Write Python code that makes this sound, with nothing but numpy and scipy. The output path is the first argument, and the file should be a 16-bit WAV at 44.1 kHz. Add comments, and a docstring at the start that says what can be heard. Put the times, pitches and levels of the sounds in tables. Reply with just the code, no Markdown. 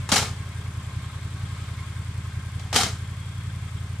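"""Motorcycle idling under a carport

A two-cylinder motorcycle idles while its rider walks it back and forth with a soft rumble and rub.
Uneven pairs of firings thud through the muffler. The valves tick, the gears whirr and whine,
and light taps ring the engine covers. Twice the gearbox clacks: a light touch of the lever,
then the gears slam together and rattle, ringing the metal case and the carport."""
import sys
import numpy as np
from scipy import signal
from scipy.fft import rfft, irfft
from scipy.io import wavfile

SR = 44100
rng = np.random.default_rng(int(sys.argv[2]) if len(sys.argv) > 2 else 0)


def int16_out(signal):
    """Quantize to a 16-bit WAV file."""
    q = np.round(np.clip(np.atleast_2d(signal).T, -1, 1) * 32767)
    wavfile.write(sys.argv[1], SR, q.astype(np.int16))


N = 176400


def undb(db):
    """Turn decibels into a gain to multiply by."""
    return 10 ** (np.asarray(db) / 20)


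def level(x, db):
    """Scale a sound to an average (rms) level."""
    return x * undb(db) / np.sqrt(np.mean(x ** 2))


def follow(t, points):
    """Join a table's points with straight lines over time."""
    return np.interp(t, *np.array(points).T)


def bins():
    """The frequency in Hz of each slot (bin) of the spectrum."""
    return np.maximum(np.arange(N // 2 + 1) * SR / N, 1)


def curve(points, column=1):
    """Join a table's points over frequency, spaced by octaves."""
    table = np.array(points, float)
    return np.interp(np.log(bins()), np.log(table[:, 0]), table[:, column])


def colour(x, gain):
    """Filter a sound with one gain for each frequency."""
    return irfft(rfft(x) * gain, N)


def resonance(hz, width_hz):
    """Gains that favour one ringing pitch, 1 at its centre."""
    return 1 / (1 + 1j * hz / width_hz * (bins() / hz - hz / bins()))


def above(hz):
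    """Gains that steeply cut everything below hz."""
    return 1 / np.sqrt(1 + (hz / bins()) ** 8)


def bump(hz, octaves):
    """A bell shape of height 1 around a pitch."""
    return np.exp(-(np.log2(bins() / hz) / octaves) ** 2 / 2)


def fade(age, t60):
    """Start at age 0, then die away by 60 dB every t60 seconds."""
    return (age >= 0) * np.exp(-np.log(1000) * np.maximum(age, 0) / t60)


def wander(size, count):
    """A random line that strays by about 1 and bends count times."""
    return 1.2 * np.interp(np.linspace(0, count, size), np.arange(2048), rng.standard_normal(2048))


def ripple(depth_db, spacing_hz=30):
    """Gains for the many close, narrow resonances of cast metal."""
    return undb(depth_db * wander(N // 2 + 1, SR / 2 / spacing_hz))


def noise(gain, stereo):
    """Filtered noise of rms 1, spread between the ears by a stereo table."""
    mid, side = rng.standard_normal((2, N))
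    sign, spread = np.array([[1], [-1]]), undb(curve(stereo))
    pair = (rfft(mid) + sign * spread * rfft(side)) / np.sqrt(1 + spread ** 2)
    balance = undb(sign * curve(stereo, column=2) / 2)
    return level(irfft(pair * gain * balance, N), 0)


# How much of each frequency the muffler lets through: f/Hz, level/dB
MUFFLER = [(18, -60), (32, -27.5), (42, -8), (54, -8.5), (66, -15.5), (85, -5), (114, 1), (140, -19),
           (180, -27.5), (240, -36.5), (400, -60), (1000, -100)]
# Echoes from cars and the roof: delay/s, gain (a minus flips the wave)
ECHOES = [(.0088, 0.081), (0.018, -0.4), (0.0371, 0.25)]
# The thuds rise as the engine works harder: t/s, level/dB
EXHAUST_LEVEL = [(0, -1), (1.7, 0), (3.55, 0), (3.9, 0.5)]
# Tone of the boom under the roof: f/Hz, level/dB
ROOF_BOOM = [(90, -12.5), (150, 9), (190, -6.5), (230, -2), (290, -10), (345, -11), (420, -20.5),
             (700, -49), (1500, -64)]
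def exhaust(t, cycle):
    """Two unevenly spaced firings a cycle thud through the muffler, echo and boom under the roof."""
    pulses, whole_cycles = np.zeros(N), np.arange(np.ceil(cycle[-1]) + 1)
    for lead_cycles, db in ((.368, -3.26), (0, 0)):  # the leading cylinder is the weaker one
        at = np.searchsorted(cycle, whole_cycles - lead_cycles)
        strength = undb(db + 1.43 * rng.standard_normal(64)[:len(at)])
        pulses[at[at < N]] -= strength[at < N]
    thuds = colour(pulses, undb(curve(MUFFLER)))
    echoes = sum(gain * np.interp(t - delay, t, thuds, left=0) for delay, gain in ECHOES)
    heard = (thuds + echoes) * undb(follow(t, EXHAUST_LEVEL))
    roof = rfft(rng.standard_normal(N) * fade(t, t60=.26))
    boom = colour(pulses, roof * undb(curve(ROOF_BOOM)))
    return level(heard, -32) + level(boom, -43.5)


def throb(cycle, depth=.27):
    """The load on the gears rises and falls once per turn of the crankshaft."""
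    return 1 + depth * np.cos(2 * np.pi * (2 * cycle - .5))


FLUTTER_PER_S = 32
# Tone of the whirr: f/Hz, level/dB
WHIRR_TONE = [(210, -33), (350, -11.5), (913, -9), (1050, -6), (1170, -12.5), (1270, -7), (1880, -8.5),
              (2130, -9), (5570, -18), (8380, -18.5), (15000, -40.5)]
# Pitches at which the engine covers ring: f/Hz, width/Hz, level/dB
COVER_RINGS = [(1080, 79, -0.5), (1252, 38, -1.5), (1594, 74, -1), (2150, 150, -4), (3267, 184, -6.5),
               (3594, 90, -9), (4280, 31, -12), (7530, 170, -13), (8660, 120, -12.5), (10200, 110, -25)]
# Base level of the whirr, covers and whine: t/s, level/dB
ENGINE_LEVEL = [(0, -49.5), (1.3, -50.5), (1.57, -49), (1.95, -50.5), (2.65, -51), (3.3, -51), (4, -51.5)]
# Change in the whine and low cover ring, strongest with the bike rolled forward: t/s, level/dB
RING_LEVEL = [(0, -17), (.7, 2), (2.3, -3), (3.3, -9), (4, -2)]
# Width and position of the engine: f/Hz, side minus mid/dB, left minus right/dB
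ENGINE_STEREO = [(400, -27, 0), (750, -12, 0), (1300, -8, .5), (2400, -2, 0), (4400, -1, 3), (8200, 0, 7.5)]
def machinery(t, cycle):
    """Gears and chain whirr, and the ringing covers pulse once per turn of the crankshaft."""
    covers = 0
    for first in range(3):  # three groups of pitches, each fluttering on its own
        group = COVER_RINGS[first::3]
        gain = np.sqrt(sum(abs(undb(db) * resonance(hz, width)) ** 2 for hz, width, db in group))
        flutter = undb(2 * wander(N, FLUTTER_PER_S * N / SR))
        covers += np.linalg.norm(gain) * flutter * noise(gain * above(700), ENGINE_STEREO)
    covers = level(covers, 1.3)
    high_ring = colour(covers, above(1400))
    low_ring = (covers - high_ring) * undb(follow(t, RING_LEVEL))
    tone = undb(curve(WHIRR_TONE)) * above(200) * ripple(depth_db=1.3)
    whirr = undb(3) * noise(tone, ENGINE_STEREO)
    return undb(follow(t, ENGINE_LEVEL)) * (whirr + throb(cycle) * (high_ring + low_ring))


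# Valve ticks within one engine cycle: position/cycles, level/dB
VALVE_TICKS = [(.16, -6), (.5, 1), (.77, -5), (.88, 0.5)]
# Tone of a tick: f/Hz, level/dB
TICK_TONE = [(2000, -12), (4000, -3), (6000, -8), (8400, 0), (9500, -4.5), (14000, -15)]
def valves(cycle, decay_s=.0089):
    """The valves tick four times a cycle, each a tiny burst of bright noise."""
    cycles_per_s = np.gradient(cycle) * SR
    bursts = 0
    for position, db in VALVE_TICKS:
        age = ((cycle - position) % 1) / cycles_per_s
        bursts += undb(db) * np.exp(-age / decay_s)
    hiss = noise(undb(curve(TICK_TONE)) * above(2000), ENGINE_STEREO)
    return level(bursts * hiss, -59)


def whine(t, cycle, waves_per_cycle=100):
    """Meshing gears sing a wavering, throbbing tone that follows the engine speed."""
    bends = FLUTTER_PER_S * N / SR
    flutter_db = 5 * wander(N, bends)
    wobble_rad = 1.15 * wander(N, 2 * bends)
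    db = follow(t, ENGINE_LEVEL) + follow(t, RING_LEVEL) - 7.5 + flutter_db
    return undb(db) * throb(cycle) * np.sin(2 * np.pi * waves_per_cycle * cycle + wobble_rad)


# One long tyre rumble and three soft rubs: middle t/s, half length/s, f/Hz, width/Hz, level/dB
ROLLING_SWELLS = [(1.07, 0.86, 246, 240, -55.5), (1.12, 0.19, 3700, 810, -57),
                  (1.54, 0.23, 3850, 1700, -57), (3.26, 0.28, 3300, 120, -57.5)]
def rolling(t):
    """Bands of noise swell and fade as the bike rolls."""
    out = 0
    for middle, half_length, hz, width, db in ROLLING_SWELLS:
        swell = np.exp(-((t - middle) / half_length) ** 2 / 2)
        out += undb(db) * swell * noise(resonance(hz, width) ** 2, ENGINE_STEREO)
    return out


# The blows that make up the two clacks: t/s, level/dB, brightness/(dB per octave), hollow knock/dB
GEAR_BLOWS = [(0.0907, -23, 0.7, 9), (.118, -14, 1.4, 1), (0.1224, -12.5, 0, 2), (.139, -18.5, 3.5, 2),
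              (.159, -15, 2, 9.5), (0.1653, -15.5, -0.3, -1.5), (.179, -19.5, 2, 8), (.224, -24, -0.5, 3),
              (0.255, -30.5, -1.5, 5.5), (2.595, -39, 0, 4.5), (2.657, -47, -2, 11),
              (2.7286, -21.5, 0, 5.5), (2.743, -21, 0.5, -21), (2.755, -17.5, 0.2, 0),
              (2.7607, -10.5, 2.05, 4), (2.786, -19, 0.9, 12), (2.802, -21, 1, 1), (2.81, -19, 1.5, -3),
              (2.833, -19.5, 0.6, -1.5), (2.864, -27.5, -1.9, 4)]
# Tone of the gearbox's noisy ring: f/Hz, level/dB
GEARBOX_TONE = [(100, -14), (185, 4.5), (250, 1), (330, -5), (430, 0.5), (600, -4), (740, 2.5), (1030, -4),
                (1220, 4), (1700, -1.5), (3800, -0.5), (4400, -2.5), (6000, -3), (8600, -7), (10500, -15.5),
                (15000, -27.5)]
# Clear notes of the gearbox case: f/Hz, level/dB, time to fade by 60 dB/s
CASE_NOTES = [(418, -6, .3), (553, -5, .3), (743, 1, .16), (799, -4, .16), (657, -5, .2), (938, -3, .3),
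              (1170, -6, .2), (2105, -6, .3), (3238, -1, .3), (3570, -4, .25), (3832, -3, .25),
              (3954, -3, .25), (4730, -6, .25), (5845, -3, .25)]
# Width and position of the clacks: f/Hz, side minus mid/dB, left minus right/dB
CLACK_STEREO = [(400, -30, 0), (700, -21, .5), (1300, -11, .5), (2400, -6, 0), (4400, -4, 2),
                (8200, -2, 4.2)]
def gearbox(t):
    """Each blow cracks, rings the case with noise and clear notes, and dies away in the carport."""
    out, span = np.zeros((2, N)), t[:SR // 2]
    body = undb(curve(GEARBOX_TONE)) * above(110) * ripple(depth_db=1.9)
    octaves = np.log2(np.clip(bins(), 400, 8000) / 2500)
    hollow, low = bump(740, octaves=.35), bump(195, octaves=.3)
    for start, db, brightness, knock_db in GEAR_BLOWS:
        thump_db = 1.44 * max(db + 14.5, 0)  # only the hardest blows shake the frame into a thump
        tone = undb(brightness * octaves + knock_db * hollow + thump_db * low)
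        age, at = t - start, int(start * SR)
        crack = undb(-14) * fade(age, t60=.012)
        ring = undb(-1) * fade(age, t60=.092)
        build_up = 1 - np.exp(-np.maximum(age, 0) / .011)
        carport = undb(-7) * build_up * fade(age, t60=.31)
        loudness = np.sqrt(crack ** 2 + ring ** 2 + carport ** 2)
        out += undb(db) * loudness * noise(body * tone, CLACK_STEREO)
        for hz, note_db, t60 in CASE_NOTES:
            spread_rad = min(hz / 4000, 1) ** 2  # higher notes sound wider
            phase = 2 * np.pi * rng.random() + spread_rad * rng.standard_normal((2, 1))
            note = np.sin(2 * np.pi * hz * span + phase) * fade(span, t60)
            strength = undb(db + note_db - 23.5) * np.interp(hz, bins(), tone)
            out[:, at:at + len(span)] += strength * note
    return out


# When the engine covers are tapped: t/s
TAP_TIMES = [1.04, 1.098, 1.231, 1.452, 1.565, 1.686, 1.789, 2.322]
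def taps(t, scatter_db=3):
    """Light metallic taps ring the covers, a little differently each time."""
    out, span = np.zeros((2, N)), t[:SR // 5]
    for start in TAP_TIMES:
        at = int(start * SR)
        for hz, _, note_db in COVER_RINGS:
            phase = 2 * np.pi * rng.random() + min(hz / 3000, 1) * rng.standard_normal((2, 1))
            note = np.sin(2 * np.pi * hz * span + phase) * fade(span, t60=.06)
            strength = undb(note_db - 46.5 + scatter_db * rng.standard_normal())
            out[:, at:at + len(span)] += strength * note
    return out


# The engine's drifting idle: t/s, speed/(crankshaft turns per minute)
IDLE_SPEED = [(0.0, 1315.3), (0.6, 1287.6), (1.02, 1237.5), (1.38, 1331.8), (1.7, 1260.5), (2.0, 1293.7),
              (2.35, 1264.5), (2.55, 1299.3), (2.9, 1275.7), (3.35, 1353.8), (3.7, 1297.5), (4.0, 1297.4)]
def scene():
    """Count engine cycles, two crankshaft turns each, and add all the sounds together."""
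    t = np.arange(N) / SR
    cycle = np.cumsum(follow(t, IDLE_SPEED)) / (2 * 60 * SR)
    cycle -= np.interp(.04, t, cycle)  # the stronger cylinder first fires at 0.04 s
    engine = exhaust(t, cycle) + machinery(t, cycle) + valves(cycle) + whine(t, cycle)
    return engine + rolling(t) + gearbox(t) + taps(t)


def record(dry):
    """Round off the highest peaks, keep the bass in the centre and cut the very top of the treble."""
    ceiling, bass_hz, top_hz = .8, 350, 15000
    left, right = dry / (1 + (dry / ceiling) ** 4) ** .25
    mid = (left + right) / 2
    side = colour((left - right) / 2, above(bass_hz))
    treble_cut = signal.ellip(8, .2, 80, top_hz, fs=SR, output="sos")
    return signal.sosfilt(treble_cut, [mid + side, mid - side])


dry = scene()
out = record(dry)
int16_out(out)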